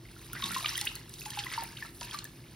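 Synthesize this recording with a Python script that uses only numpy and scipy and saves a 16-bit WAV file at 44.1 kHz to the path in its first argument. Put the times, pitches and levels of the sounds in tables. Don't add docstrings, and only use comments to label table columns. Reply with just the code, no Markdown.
import sys
import numpy as np
from scipy import signal
from scipy.fft import rfft, irfft
from scipy.io import wavfile

SR = 44100
rng = np.random.default_rng(int(sys.argv[2]) if len(sys.argv) > 2 else 0)


def to_wav(sig):
    pcm = np.clip(np.atleast_2d(sig), -1, 1) * 32767
    pcm = np.round(pcm).astype(np.int16)
    wavfile.write(sys.argv[1], SR, pcm.T)


N = 112454

# frequency in Hz, relative level in dB.
RUMBLE_SPECTRUM = [(28, -11), (50, 4.5), (72, -9), (120, 4.5), (190, -6), (380, -8.5), (520, -20),
                   (1000, -26), (15000, -54)]
# frequency in Hz, level in dB.
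HUM_TONES = [(118.4, -61), (340, -63)]
# time in seconds, trickle level in dB, fizz level in dB.
CLOTH_FLOW = [(0, -60.5, -63.5), (.25, -57.5, -54.5), (.32, -53.5, -60), (.41, -47.5, -46.5),
              (.59, -43, -40), (0.636, -48, -45.5), (0.701, -43, -42.5), (.90, -49, -48),
              (1.04, -57.5, -62.5), (1.221, -59.5, -46), (1.33, -48, -49.5), (1.429, -50.5, -48.5),
              (1.55, -44.5, -47.5), (1.66, -50.5, -53), (1.74, -55, -56), (1.858, -49, -53),
              (1.92, -65, -59.5), (1.996, -59.5, -51.5), (2.03, -53, -45.5), (2.08, -50, -56),
              (2.14, -46, -46), (2.23, -56, -63.5), (2.34, -60, -60.5), (2.55, -59, -62)]
# frequency in Hz, relative gain in dB.
TRICKLE_EQ = [(200, -24), (600, 3), (1000, -4), (2000, 3), (5400, 2.5), (8000, -9), (16000, -35)]
# frequency in Hz, relative gain in dB.
FIZZ_EQ = [(300, 1), (1000, 10), (3000, 14), (5500, 8), (10000, 14.5), (15500, 14), (16500, -12)]
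# start in seconds, pitch in Hz, peak level in dB.
LARGE_BUBBLES = [(.054, 2090, -47.5), (0.164, 1380, -48), (.333, 1387, -36.5), (0.4223, 3750, -30),
                 (.426, 1085, -33), (0.507, 1353, -33), (0.563, 1036, -26), (.624, 670, -46),
                 (0.6448, 1210, -29.5), (.646, 2330, -26.5), (0.755, 3140, -25), (.779, 1950, -29.5),
                 (.789, 3500, -28.5), (.813, 4120, -29), (.814, 818, -43.5), (.960, 4290, -32.5),
                 (1.217, 2570, -35.5), (1.261, 838, -38.5), (1.304, 3180, -35.5), (1.319, 1780, -42.5),
                 (1.373, 813, -33), (1.388, 2560, -42), (1.438, 3310, -31), (1.46, 1025, -40),
                 (1.4667, 1958, -30), (1.517, 1960, -34.5), (1.536, 2045, -32.5), (1.5776, 904, -26.5),
                 (1.585, 4430, -32.5), (1.622, 744, -42), (1.825, 1763, -31), (1.849, 1326, -41),
                 (2.014, 951, -38), (2.111, 3240, -33), (2.1441, 1168, -30.5), (2.188, 4180, -35),
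                 (2.252, 1730, -40.5)]
# start in seconds, level in dB, band centre in Hz, decay in ms.
DROP_SLAPS = [(0.331, -31.5, 12000, 3.6), (.351, -40, 1400, 14), (0.422, -35.5, 2720, 6.8),
              (0.4402, -31.5, 4300, 3.7), (0.456, -33.5, 3200, 9.4), (0.518, -30.5, 8900, 1.7),
              (0.5442, -32, 3580, 7.2), (0.644, -30.5, 1900, 1.2), (0.6584, -28, 2000, 1.9),
              (0.756, -34, 5000, 1.4), (0.7777, -24, 8600, 1.9), (0.8121, -22, 5500, 2.1),
              (0.851, -33.5, 9500, 9.2), (.954, -32, 9700, 2.2), (1.094, -36.5, 8850, 1.4),
              (1.138, -40.5, 5830, 4.8), (1.2569, -36, 2660, 3.1), (1.3041, -31, 5900, 0.95),
              (1.334, -35, 2700, 1.7), (1.388, -30.5, 3570, 10.4), (1.5361, -35, 3530, 8.4),
              (1.608, -36.5, 4000, 2.7), (1.621, -40.5, 875, 5.7), (1.6352, -31, 12000, 2.9),
              (2.0098, -35, 4100, 4), (2.013, -37.5, 890, 3.9), (2.029, -36, 3600, 3.7),
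              (2.131, -38, 3830, 7.4), (2.188, -35, 4700, 3.2), (2.2424, -30.5, 11800, 1.5),
              (2.252, -40, 6000, 2)]
# start in seconds, length in seconds, level in dB.
PALM_PRESSES = [(0.332, 0.047, -51), (0.4, 0.23, -46.5)]
# start in seconds, length in seconds, first pitch in Hz,
# last pitch in Hz, peak level in dB.
AIR_POCKETS = [(0.348, 0.047, 1436, 2330, -39.5), (0.438, 0.006, 3090, 4160, -22),
               (0.511, 0.024, 1274, 1984, -38.5), (0.658, 0.0051, 2850, 4450, -18.5),
               (0.689, 0.0085, 4870, 5560, -27.5), (0.8668, 0.015, 1520, 5030, -23),
               (1.767, 0.012, 2720, 3930, -37)]
# frequency in Hz, lead of the left port in radians.
LEFT_PORT_LEAD = [(500, 0), (1000, -.5), (1900, 0), (2600, .45), (4400, .6), (5100, .1), (7400, 3.14),
                  (16500, 12.6)]


def undb(db):
    return 10 ** (np.asarray(db) / 20)


def unit(x):
    return x / np.sqrt(np.mean(x ** 2) + 1e-20)


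def add(out, start_s, x):
    i = max(int(start_s * SR), 0)
    out[i:i + len(x)] += x[:max(N - i, 0)]


def freqs(size):
    return np.maximum(np.arange(size // 2 + 1) * SR / size, 1)


def colour(x, points):
    hz, db = np.array(points).T
    return irfft(rfft(x) * undb(np.interp(np.log(freqs(N)), np.log(hz), db)), N)


def band_noise(hz, width_oct, size):
    bell = np.exp(-.5 * (np.log2(freqs(size) / hz) / width_oct) ** 2)
    return unit(irfft(rfft(rng.standard_normal(size)) * bell, size))


def wander(per_s):
    return np.interp(np.arange(N) * per_s / SR, np.arange(N), np.clip(rng.standard_normal(N), -2, 2))


def room_tone(rumble_db=-51.5, side_db=-9):
    t = np.arange(N) / SR
    mid, side = (unit(colour(rng.standard_normal(N), RUMBLE_SPECTRUM)) for _ in range(2))
    side = signal.lfilter(*signal.butter(2, 400, "high", fs=SR), side)
    hum = sum(np.sqrt(2) * undb(db) * np.sin(2 * np.pi * (hz * t + rng.random())) for hz, db in HUM_TONES)
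    return undb(rumble_db) * (mid + undb(side_db) * np.array([side, -side])) + hum


def bubble(hz, decay_s, large=0, rise=.0077, attack_cycles=.9, pinch_cycles=.8, linger_s=.035):
    t = np.arange(int(7 * (linger_s if large else decay_s) * SR) + 2) / SR
    pinch = .6 * large * pinch_cycles * (1 - np.exp(-hz * t / pinch_cycles))
    cycles = np.cumsum(hz * (1 + rise * np.minimum(t / decay_s, 2))) / SR + pinch
    envelope = np.exp(-t / decay_s) + .25 * large * np.exp(-t / linger_s)
    envelope *= 1 - np.exp(-cycles / attack_cycles)
    return np.sin(2 * np.pi * cycles) * envelope / envelope.max()


def flow_gain(column):
    rows = np.array(CLOTH_FLOW)
    return undb(np.interp(np.arange(N) / SR, rows[:, 0], rows[:, column]))


def small_bubbles(gain, max_per_s, low_hz, high_hz, max_cycles, spread_db):
    out, density = np.zeros(N), np.sqrt(gain / gain.max())
    draws = rng.random((20000, 5))
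    for when, pitch, strength, damping, luck in draws[:int(max_per_s * N / SR)]:
        share = density[int(when * N)]
        if luck < share:
            hz = low_hz + (high_hz - low_hz) * pitch ** 1.3
            db = -spread_db * np.log(max(strength, .08))
            ring = bubble(hz, decay_s=max_cycles / hz * np.exp(-damping))
            add(out, when * N / SR, undb(db) / np.sqrt(share) * ring)
    return out


def seeping(grains, gain, crossover_db=-57):
    share = gain ** 2 / (gain ** 2 + undb(crossover_db) ** 2)
    return np.sqrt(share) * unit(grains) + np.sqrt(1 - share) * rng.standard_normal(N)


def trickle():
    gain = flow_gain(column=1)
    drips = small_bubbles(gain, max_per_s=1500, low_hz=899, high_hz=8800, max_cycles=5, spread_db=2.5)
    return unit(colour(seeping(drips, gain), TRICKLE_EQ)) * gain


def fizz(clump_db=4):
    gain = flow_gain(column=2)
    pops = small_bubbles(gain, max_per_s=3500, low_hz=3730, high_hz=14800, max_cycles=6, spread_db=5)
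    pops *= undb(clump_db * wander(per_s=130))
    return unit(colour(seeping(pops, gain), FIZZ_EQ)) * gain


def plops(decay_cycles=7.5, large_hz=900):
    out = np.zeros(N)
    for start, hz, db in LARGE_BUBBLES:
        add(out, start, undb(db) * bubble(hz, decay_cycles / hz, large=min(large_hz / hz, 1) ** 2))
    return out


def slaps(attack_share=.13):
    out = np.zeros(N)
    for start, db, hz, decay_ms in DROP_SLAPS:
        spray = band_noise(hz, width_oct=.74, size=4096)
        ms = np.arange(len(spray)) * 1000 / SR
        attack_ms = attack_share * decay_ms
        envelope = np.minimum(ms / attack_ms, 1) * np.exp(-np.maximum(ms - attack_ms, 0) / decay_ms)
        add(out, start, undb(db) * spray * envelope)
    return out


def thuds():
    t, press = np.arange(N) / SR, 0
    for start, length, db in PALM_PRESSES:
        progress = np.clip((t - start) / length, 0, 1)
        press += undb(db) * np.sin(np.pi * progress ** .5)
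    return press * band_noise(hz=165, width_oct=.7, size=N)


def squelches(flutter=.135):
    out = np.zeros(N)
    for start, length, from_hz, to_hz, db in AIR_POCKETS:
        progress = np.linspace(0, 1, int(length * SR))
        hz = from_hz + (to_hz - from_hz) * progress
        hz *= 1 + flutter * wander(per_s=900)[:len(hz)]
        swell = np.sin(np.pi * progress ** .86) ** 2
        add(out, start, undb(db) * swell * np.sin(2 * np.pi * np.cumsum(hz) / SR))
    return out


def echoes(x, t60_s, gap_s, dull_hz, likeness):
    t = np.arange(SR // 2) / SR
    shared, left, right = rng.standard_normal((3, len(t)))
    tail = np.sqrt(likeness) * shared + np.sqrt(1 - likeness) * np.array([left, right])
    tail *= undb(-60 * t / t60_s) * (t > gap_s)
    tail /= np.sqrt(np.sum(tail ** 2) / 2)
    tail = signal.lfilter(*signal.butter(1, dull_hz, fs=SR), tail)
    return signal.fftconvolve(x[None], tail, axes=1)[:, :N]


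def scene(right_db=.7):
    water = plops() + squelches() + slaps() + trickle() + fizz()
    water = signal.lfilter(*signal.butter(2, 250, "high", fs=SR), water)
    bucket = undb(-12) * echoes(water, t60_s=.036, gap_s=.00068, dull_hz=13000, likeness=0)
    room = undb(-8.5) * echoes(water, t60_s=.34, gap_s=.0078, dull_hz=8300, likeness=.3)
    balance = undb(np.array([[-right_db], [right_db]]) / 2)
    return (water + bucket + room) * balance + thuds() + room_tone()


def record(dry, low_cut_hz=36, top_hz=16200):
    lead = np.interp(freqs(N), *np.array(LEFT_PORT_LEAD).T, left=0)
    ports = irfft(rfft(dry) * np.exp(.5j * np.array([lead, -lead])), N)
    ports = signal.sosfilt(signal.butter(4, low_cut_hz, "high", fs=SR, output="sos"), ports)
    return signal.sosfilt(signal.ellip(8, .2, 70, top_hz, fs=SR, output="sos"), ports)


dry = scene()
out = record(dry)
to_wav(out)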